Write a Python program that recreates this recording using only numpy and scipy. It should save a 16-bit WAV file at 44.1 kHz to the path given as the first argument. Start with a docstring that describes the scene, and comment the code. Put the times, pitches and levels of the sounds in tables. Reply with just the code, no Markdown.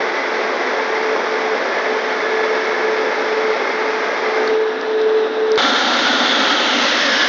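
"""Wet brushes and spray rush over a van in a rollover car wash: noise and drop impacts, coloured by filters.
Behind them two drive motors hum in slow beats (paired sines), a pump whines (sines) and a faint rumble lies below.
The microphone turns away from the bay, which dulls the rush, and short pulses make small handling ticks.
Then, with a click, the sound switches at once to bright spray close beside a metal panel of the machine,
where sliding filters make the rush ring; the hum is gone and the pump whine goes on."""
import sys
import numpy as np
from scipy import signal
from scipy.fft import rfft, irfft, next_fast_len
from scipy.io import wavfile
from scipy.ndimage import map_coordinates

SR = 44100
rng = np.random.default_rng(int(sys.argv[2]) if len(sys.argv) > 2 else 0)


def wav_record(signal):
    """Record a signal, one row per channel, as 16-bit PCM in the file named by sys.argv[1]."""
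    frames = np.transpose(np.atleast_2d(signal))
    bounded = np.clip(frames, -1, 1)
    # unit amplitude maps onto the largest positive 16-bit level
    quanta = np.round(bounded * 32767).astype(np.int16)
    wavfile.write(sys.argv[1], SR, quanta)


N = 321434
TIME = np.arange(N) / SR  # s
HZ = np.fft.rfftfreq(N, 1 / SR)
SWITCH_S = 5.5772  # from the bay to the close spray


def gain_of(db):
    """Turns decibels into amplitude."""
    return 10 ** (np.asarray(db) / 20)


def evened(x):
    """Scales a sound to an average (rms) level of 1."""
    return x / np.sqrt(np.mean(x ** 2) + 1e-20)


def curve(rows, axis=1):
    """Joins one column of a table by straight lines in time."""
    columns = np.transpose(rows)
    return np.interp(TIME, columns[0], columns[axis])


def wander(rate_hz):
    """Random drift of rms 1, mostly slower than the given rate."""
    size = next_fast_len(N, real=True)
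    hz = np.fft.rfftfreq(size, 1 / SR)
    slow = rfft(rng.standard_normal(size)) / (1 + (hz / rate_hz) ** 4)
    return evened(irfft(slow, size)[:N])


def tone(db, phase):
    """A pure tone with the given rms level in dB."""
    return gain_of(db) * np.sqrt(2) * np.sin(phase)


def pulse(s, rise_s):
    """A single push from time s: it reaches 1 after rise_s, then dies away."""
    u = np.clip((TIME - s) / rise_s, 0, 40)
    return u * np.exp(1 - u)


def band(x, hz, width):
    """Picks out one fixed band, like a resonance with gain 1 at its centre."""
    return signal.lfilter(*signal.iirpeak(hz, hz / width, fs=SR), x)


def resonate(x, hz, width):
    """Picks out a moving band: shift it down to zero, smooth it, shift it back up."""
    turn = np.exp(2j * np.pi * np.cumsum(hz) / SR)
    r = np.exp(-np.pi * width / SR)
    smoothed = signal.lfilter([1 - r], [1, -r], x / turn)
    return 2 * (turn * smoothed).real


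def lifted(x, rows, width):
    """Raises or lowers one moving band; rows are (time [s], frequency [Hz], lift [dB])."""
    return x + resonate(x, curve(rows), width) * (gain_of(curve(rows, axis=2)) - 1)


def spectrum(points):
    """Joins points of a tone colour in dB along a logarithmic frequency axis."""
    hz, db = np.transpose(points)
    return np.interp(np.log(HZ + 1), np.log(hz + 1), db)


def lifts(modes):
    """Adds up bell-shaped peaks and dips in dB, one for each resonance."""
    return sum(db * np.exp(-2 * ((HZ - hz) / width) ** 2) for hz, width, db in modes)


def coloured(x, db):
    """Filters noise to a tone colour, scaled so the part above 500 Hz has rms 1 for white noise."""
    gain = gain_of(db)
    return irfft(rfft(x) * gain / np.sqrt(np.mean(gain ** 2 * (HZ > 500))), N)


def water(drops_per_s, drops_db, spread_db, flutter_db, flutter_hz):
    """Fine mist (noise) plus single drop impacts of random size, in uneven flurries."""
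    sizes = gain_of(spread_db * np.minimum(rng.exponential(1, N), 4)) * rng.choice([-1, 1], N)
    drops = evened(sizes * (rng.random(N) < drops_per_s / SR))
    mist = rng.standard_normal(N)
    flurries = gain_of(flutter_db * wander(flutter_hz))
    return evened((mist + gain_of(drops_db) * drops) * flurries)


# how far the microphone has turned from the bay: (time [s], share turned away [0-1])
TURN_AWAY = [(0, 0.02), (4.47, 0.05), (4.51, 0.55), (4.8, 0.68), (5.1, 0.9), (5.57, 0.79)]


def turned_away():
    """The share of the turn made so far; it fades the rush between two colours and shifts the hum's beat."""
    return curve(TURN_AWAY)


def shade_db():
    """The level in dB lost as the microphone swings away from the bay."""
    shade, swing_s, swing_length_s = -5, 4.475, 0.11  # dB, s, s
    return shade * np.clip((TIME - swing_s) / swing_length_s, 0, 1)


def rumble(bay_db, close_db, corner_hz):
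    """The little deep rumble that the small microphone lets through: noise without its treble."""
    low = evened(irfft(rfft(rng.standard_normal(N)) / (1 + (HZ / corner_hz) ** 4), N))
    return low * gain_of(np.where(TIME < SWITCH_S, bay_db, close_db))


def switch_click(snap_db, thump_db, thump_s):
    """A very short snap and a longer opposite push mark the sudden change."""
    snap = gain_of(snap_db) * pulse(SWITCH_S, 0.00005)
    return snap - gain_of(thump_db) * pulse(SWITCH_S, thump_s)


def tick(s, db, hz, length, edge_db):
    """A sharp contact of a few cycles, a little scuff and the brief ring of the plastic case."""
    turns = 2 * np.pi * (TIME - s)
    scratch = evened(band(rng.standard_normal(N), hz=4600, width=1100))
    scuff = gain_of(-16) * scratch * pulse(s, 1.6 * length)
    ring = pulse(s, length / 2) * np.sin(hz * turns)
    edge = gain_of(edge_db) * pulse(s, 0.00016) * np.sin(5100 * turns)
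    return gain_of(db) * (ring + scuff) + edge


# bright ticks, before softening; the ring rises in half the length, the scuff in 1.6 times the length:
# (time [s], strength of ring and scuff [dB], ring frequency [Hz], length [s], strength of sharp edge [dB])
HANDLING_TICKS = [(4.4765, -17.5, 4480, 0.0012, -20), (4.8120, -22, 4500, 0.0005, -25),
                  (4.8135, -30, 5500, 0.0005, -34), (5.0145, -20, 3900, 0.0008, -27),
                  (5.0190, -29, 4900, 0.0009, -35), (5.5183, -14.5, 5200, 0.00064, -23),
                  (5.558, -18, 4463, 0.00065, -22.5)]
# dull bumps: (time [s], peak level [dB], rise time [s])
HANDLING_BUMPS = [(3.52, -55, .005), (4.493, -45, 0.0028), (5.016, -45, .0007)]


def handling():
    """Short plastic ticks and dull bumps of the hand; the microphone softens the ticks above 6300 Hz."""
    soften = signal.butter(6, 6300, fs=SR, output="sos")
    ticks = signal.sosfilt(soften, sum(tick(*row) for row in HANDLING_TICKS))
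    bumps = sum(gain_of(db) * pulse(s, rise_s) for s, db, rise_s in HANDLING_BUMPS)
    return ticks + bumps


# the main whine, before a small random waver: (time [s], level [dB])
PUMP_WHINE = [(0, -46.5), (.9, -34), (1.4, -42), (1.8, -30), (1.98, -41), (2.22, -30.5), (2.37, -25.5),
              (2.6, -37), (2.76, -32), (3.15, -33), (3.6, -48), (4.7, -38), (5.55, -52.5), (5.6, -28.5),
              (6.75, -47.5), (7.08, -41), (7.22, -21), (7.29, -33)]
# the slightly lower whine, before its waver: (time [s], level [dB])
LOWER_WHINE = [(0, -50), (.3, -37.5), (1.0, -37.5), (1.3, -46.5), (3.8, -46.5), (4.1, -33.5), (4.5, -45),
               (7.29, -48)]


def pump():
    """Thin wavering whines: a tone, its octave (stronger beside the panel) and a slightly lower tone."""
    pump_hz, lower_hz = 1712, 1626
    octave_bay_db, octave_close_db = -52, -40.5
    phase = 2 * np.pi * pump_hz * TIME + 0.45 * wander(5) + 0.12 * wander(25)
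    whine = tone(curve(PUMP_WHINE) + 0.74 * wander(12), phase)
    octave_db = np.where(TIME < SWITCH_S, octave_bay_db, octave_close_db)
    octave = tone(octave_db + 2.0 * wander(7), 2 * phase)
    lower_phase = 2 * np.pi * lower_hz * TIME + 0.5 * wander(4.4)
    lower = tone(curve(LOWER_WHINE) + 2.1 * wander(4.5), lower_phase)
    return whine + octave + lower


# both motors, before a small random waver:
# (time [s], level of the first motor [dB], strength of the second relative to the first [0-1])
MOTOR_HUM = [(0, -33, 1), (.34, -30.5, 0.7), (.66, -40, 0.95), (.78, -23.5, 0.1), (.87, -27, 0),
             (1.0, -23.5, 0), (1.14, -19, 0), (1.23, -31.5, 0.6), (1.33, -25.5, .5), (1.47, -30, 0.65),
             (1.53, -20.5, 0.5), (1.68, -45, 0.9), (1.88, -27, 0.54), (1.97, -24, .45), (2.06, -26, 0.1),
             (2.13, -22.5, 0.2), (2.2, -28, 0.15), (2.42, -19.5, 0), (2.7, -24, 0.24), (3.0, -22.5, 0.53),
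             (3.12, -23.5, 0.46), (3.38, -22.5, 0), (3.5, -21.5, 0.8), (3.66, -27, 0.93),
             (4.2, -26.5, 0.37), (4.28, -23, 0.26), (4.48, -24, 0.7), (4.56, -19.5, 0.6),
             (4.68, -18.3, 0.5), (4.8, -19, 0.74), (5.07, -18, 0.6), (5.57, -17, 0.33)]
HUM_HZ = 437.9  # average of the first motor


def drive():
    """Two motors slightly out of step add and cancel in turn, so the hum throbs; turning shifts the beat."""
    beat_hz, octave_db = 2.03, -36  # the second motor runs lower by the beat
    first_lull_s, turn_shift = 0.19, -0.48  # s (before the turn's shift), cycles at a full turn
    phase = 2 * np.pi * np.cumsum(HUM_HZ + 0.56 * wander(4.6)) / SR + 0.054 * wander(23)
    beat = 2 * np.pi * (beat_hz * (TIME - first_lull_s) + turn_shift * turned_away())
    level = curve(MOTOR_HUM) + 1.1 * wander(22) + 0.3 * wander(5.5)
    second = np.clip(curve(MOTOR_HUM, axis=2), 0, 1) * tone(level, phase - beat)
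    hum = tone(level, phase) - second
    octave_level = octave_db + shade_db() + 0.94 * wander(16)
    octave = tone(octave_level, 2 * phase - beat + 0.5 * wander(7.9))
    return hum + octave


# tone colour beside the panel: (frequency [Hz], relative level [dB])
BESIDE_PANEL = [(76, -56), (130, -38), (246, 0.5), (286, -1), (443, -12.5), (466, -10), (542, -2),
                (641, -11), (746, -6.5), (1010, -8), (1390, -5.5), (2460, -4.5), (3560, -6), (6190, -18.5),
                (7200, -35), (9360, -90), (15800, -120)]
# resonances of the machine's housing: (frequency [Hz], width [Hz], lift [dB])
HOUSING_RESONANCES = [(245, 27, 1.5), (288, 22, 2), (437, 86, 7), (591, 72, 4), (659, 30, 6),
                      (737, 65, 6.5), (856, 76, 7.5), (1035, 68, 2), (2410, 250, -5.5)]
# the way out from behind the panel: (time [s], share covered [0-1])
WAY_OUT = [(5.58, 0), (6.45, 0.22), (6.75, 0.43), (6.95, 0.8), (7.15, 1), (7.29, 1)]
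# extra colour behind the panel: (frequency [Hz], width [Hz], lift [dB])
BEHIND_PANEL = [(1390, 260, 4.5), (2760, 480, -7.5), (5500, 1200, -3.5)]
# extra colour clear of the panel: (frequency [Hz], width [Hz], lift [dB])
CLEAR_OF_PANEL = [(348, 150, -4), (815, 130, -10), (1660, 350, 1.5), (5340, 530, 2)]
# the gap to the panel rings, sinking as the microphone backs off: (time [s], frequency [Hz], lift [dB])
GAP_RING = [(5.58, 3650, 3), (6.0, 3630, 3), (6.18, 3520, 3.5), (6.33, 3450, 6), (6.5, 3280, 5),
            (6.64, 3120, 6), (6.8, 2920, 2.5), (7.29, 2640, -15.5)]
# the hollow behind the panel rings and fades on stepping out: (time [s], frequency [Hz], lift [dB])
HOLLOW_RING = [(5.58, 1330, 3.5), (5.9, 1360, 1.5), (6.06, 1480, 5), (6.28, 1400, 2.5), (6.43, 1360, 3.5),
               (6.7, 1330, 1)]
# a lower ring that sinks on the way out: (time [s], frequency [Hz], lift [dB])
LOWER_RING = [(6.65, 2050, -2), (6.95, 1900, 1.5), (7.04, 1860, 4), (7.14, 1630, 5), (7.29, 1570, 2.5)]
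# a higher ring that sinks on the way out: (time [s], frequency [Hz], lift [dB])
HIGHER_RING = [(6.65, 6500, 1.5), (6.82, 6300, 3.5), (6.98, 5500, 1), (7.14, 5320, 3.5), (7.29, 5000, 1.5)]
# lower sinking band that the panel's reflection weakens: (time [s], frequency [Hz], lift [dB])
LOWER_NOTCH = [(5.58, 2520, -7), (6.0, 2490, -0.5), (6.25, 2440, -1), (6.6, 2350, -1)]
# higher sinking band, weakened most midway: (time [s], frequency [Hz], lift [dB])
HIGHER_NOTCH = [(6.2, 5800, 1.5), (6.5, 5450, -0.5), (6.7, 4900, -8), (6.82, 4400, 0.5), (7.29, 4300, -3)]


def spray():
    """Close spray, coloured by the housing; rings and notches slide down as the gap to the panel widens."""
    close_db, onset_db, settle_s, clear_db = -16.5, 2, 0.08, 0.64  # starts louder, settles, gains when clear
    jets = water(drops_per_s=3700, drops_db=-5.5, spread_db=0.5, flutter_db=0.5, flutter_hz=60)
    housing = spectrum(BESIDE_PANEL) + lifts(HOUSING_RESONANCES)
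    behind = coloured(jets, housing + lifts(BEHIND_PANEL))
    clear = coloured(jets, housing + lifts(CLEAR_OF_PANEL))
    out = curve(WAY_OUT)
    rush = (1 - out) * behind + out * clear
    rush = lifted(rush, GAP_RING, width=240)
    rush = lifted(rush, HOLLOW_RING, width=130)
    rush = lifted(rush, LOWER_RING, width=180)
    rush = lifted(rush, HIGHER_RING, width=420)
    rush = lifted(rush, LOWER_NOTCH, width=220)
    rush = lifted(rush, HIGHER_NOTCH, width=360)
    onset = np.exp(-np.maximum(TIME - SWITCH_S, 0) / settle_s)
    return rush * gain_of(close_db + onset_db * onset + clear_db * out)


def bounced(x, rows):
    """Adds one reflection whose path changes; rows are (time [s], delay [s], strength [0-1])."""
    place = np.arange(N) - curve(rows) * SR
    return x + curve(rows, axis=2) * map_coordinates(x, [place], order=3)


def swell(x, s, length, hz, db, width):
    """What one narrow band adds while it swells and sinks around time s."""
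    shape = np.exp(-np.minimum(((TIME - s) / length) ** 2, 40))
    return band(x, hz, width) * (gain_of(db) - 1) * shape


# tone colour facing the bay: (frequency [Hz], relative level [dB])
FACING_BAY = [(76, -59.5), (130, -40.5), (226, -13.5), (311, -4.5), (400, -3.5), (500, -4), (800, -6.5),
              (1190, -8.5), (2110, -9.5), (2910, -23.5), (3440, -24), (5320, -24.5), (5890, -29),
              (7200, -48), (9000, -91.5)]
# resonances of the bay: (frequency [Hz], width [Hz], lift [dB])
BAY_RESONANCES = [(202, 14, 3), (262, 30, 1.5), (311.7, 46, -8), (560, 50, 2.5), (645, 29, 1.5),
                  (766, 16, -7.5), (1600, 140, 1), (2157, 200, 2), (3470, 510, 4)]
# tone colour turned away from the bay: (frequency [Hz], relative level [dB])
FACING_AWAY = [(76, -80.5), (130, -51.5), (255, -19.5), (420, -15.5), (510, -18), (880, -22), (1050, -24.5),
               (1700, -23.5), (2420, -34.5), (3740, -34.5), (4570, -42), (5790, -45.5), (7200, -69.5),
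               (9000, -100)]
# reflections from the ground and the cabinet while turned away: (frequency [Hz], width [Hz], lift [dB])
GROUND_REFLECTIONS = [(1390, 340, 1.5), (2200, 170, -1.5), (2640, 180, 2.5), (3150, 240, -0.5),
                      (3820, 450, 4.5), (4550, 300, -2.5)]
# the back of the van, uncovered as the brush rises, reflects the rush:
# (time [s], delay [s], strength [0-1])
VAN_ECHO = [(1.5, 0.0026, 0.07), (2.05, 0.0021, 0.02), (2.25, 0.0023, 0.1), (3.0, 0.0023, 0.13),
            (3.7, 0.0024, 0.06), (4.4, 0.0025, 0.19), (4.9, .00232, 0.14)]
# narrow bands that swell briefly: (time [s], half length [s], frequency [Hz], lift [dB])
RUSH_SWELLS = [(0.149, 0.27, 2000, 6.5), (.62, 0.098, 1980, 5.5), (1.758, 0.11, 1770, 5.5),
               (2.04, .1, 3100, 8), (2.36, .17, 1725, 3), (2.36, 0.17, 2190, 4), (2.33, .15, 3490, 6.5),
               (3.629, 0.088, 2130, 4)]


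def brushes():
    """Wet strands patter on the van; the bay colours the rush and turning away shades its treble."""
    bay_db = -20.5
    patter = water(drops_per_s=3000, drops_db=-5, spread_db=2.5, flutter_db=0.42, flutter_hz=30)
    facing = coloured(patter, spectrum(FACING_BAY) + lifts(BAY_RESONANCES))
    away = coloured(patter, spectrum(FACING_AWAY) + lifts(GROUND_REFLECTIONS))
    turn = np.clip(turned_away(), 0, 1)
    rush = (1 - turn) * bounced(facing, VAN_ECHO) + turn * away
    # bunches of strands land together and drum on the body panels
    drumming = band(rush, hz=480, width=250) * (gain_of(1.0 * wander(6.6)) - 1)
    swells = sum(swell(rush, *row, width=46) for row in RUSH_SWELLS)
    return (rush + drumming + swells) * gain_of(bay_db + shade_db())


def scene():
    """Brushes and hum up to the switch, close spray after it; the pump runs throughout."""
    last_cycle = np.clip((SWITCH_S - TIME) * HUM_HZ, 0, 1)  # fades the hum within its last cycle
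    bay = brushes() + last_cycle * drive()
    wash = np.where(TIME < SWITCH_S, bay, spray())
    deep = rumble(bay_db=-69.5, close_db=-60.0, corner_hz=170)
    small = handling() + switch_click(snap_db=-14, thump_db=-20, thump_s=0.0004)
    return (wash + pump() + deep + small)[None]


def record(dry):
    """Flattens the rare highest peaks, fades in over 5 ms, then removes the treble above the band edge."""
    edge_hz = 7450
    limited = np.clip(dry, -0.68, 0.68) * np.minimum(TIME / 0.005, 1)
    lowpass = signal.firwin(301, edge_hz, window=("kaiser", 9), fs=SR)
    return signal.oaconvolve(limited, lowpass[None], "same")


dry = scene()
out = record(dry)
wav_record(out)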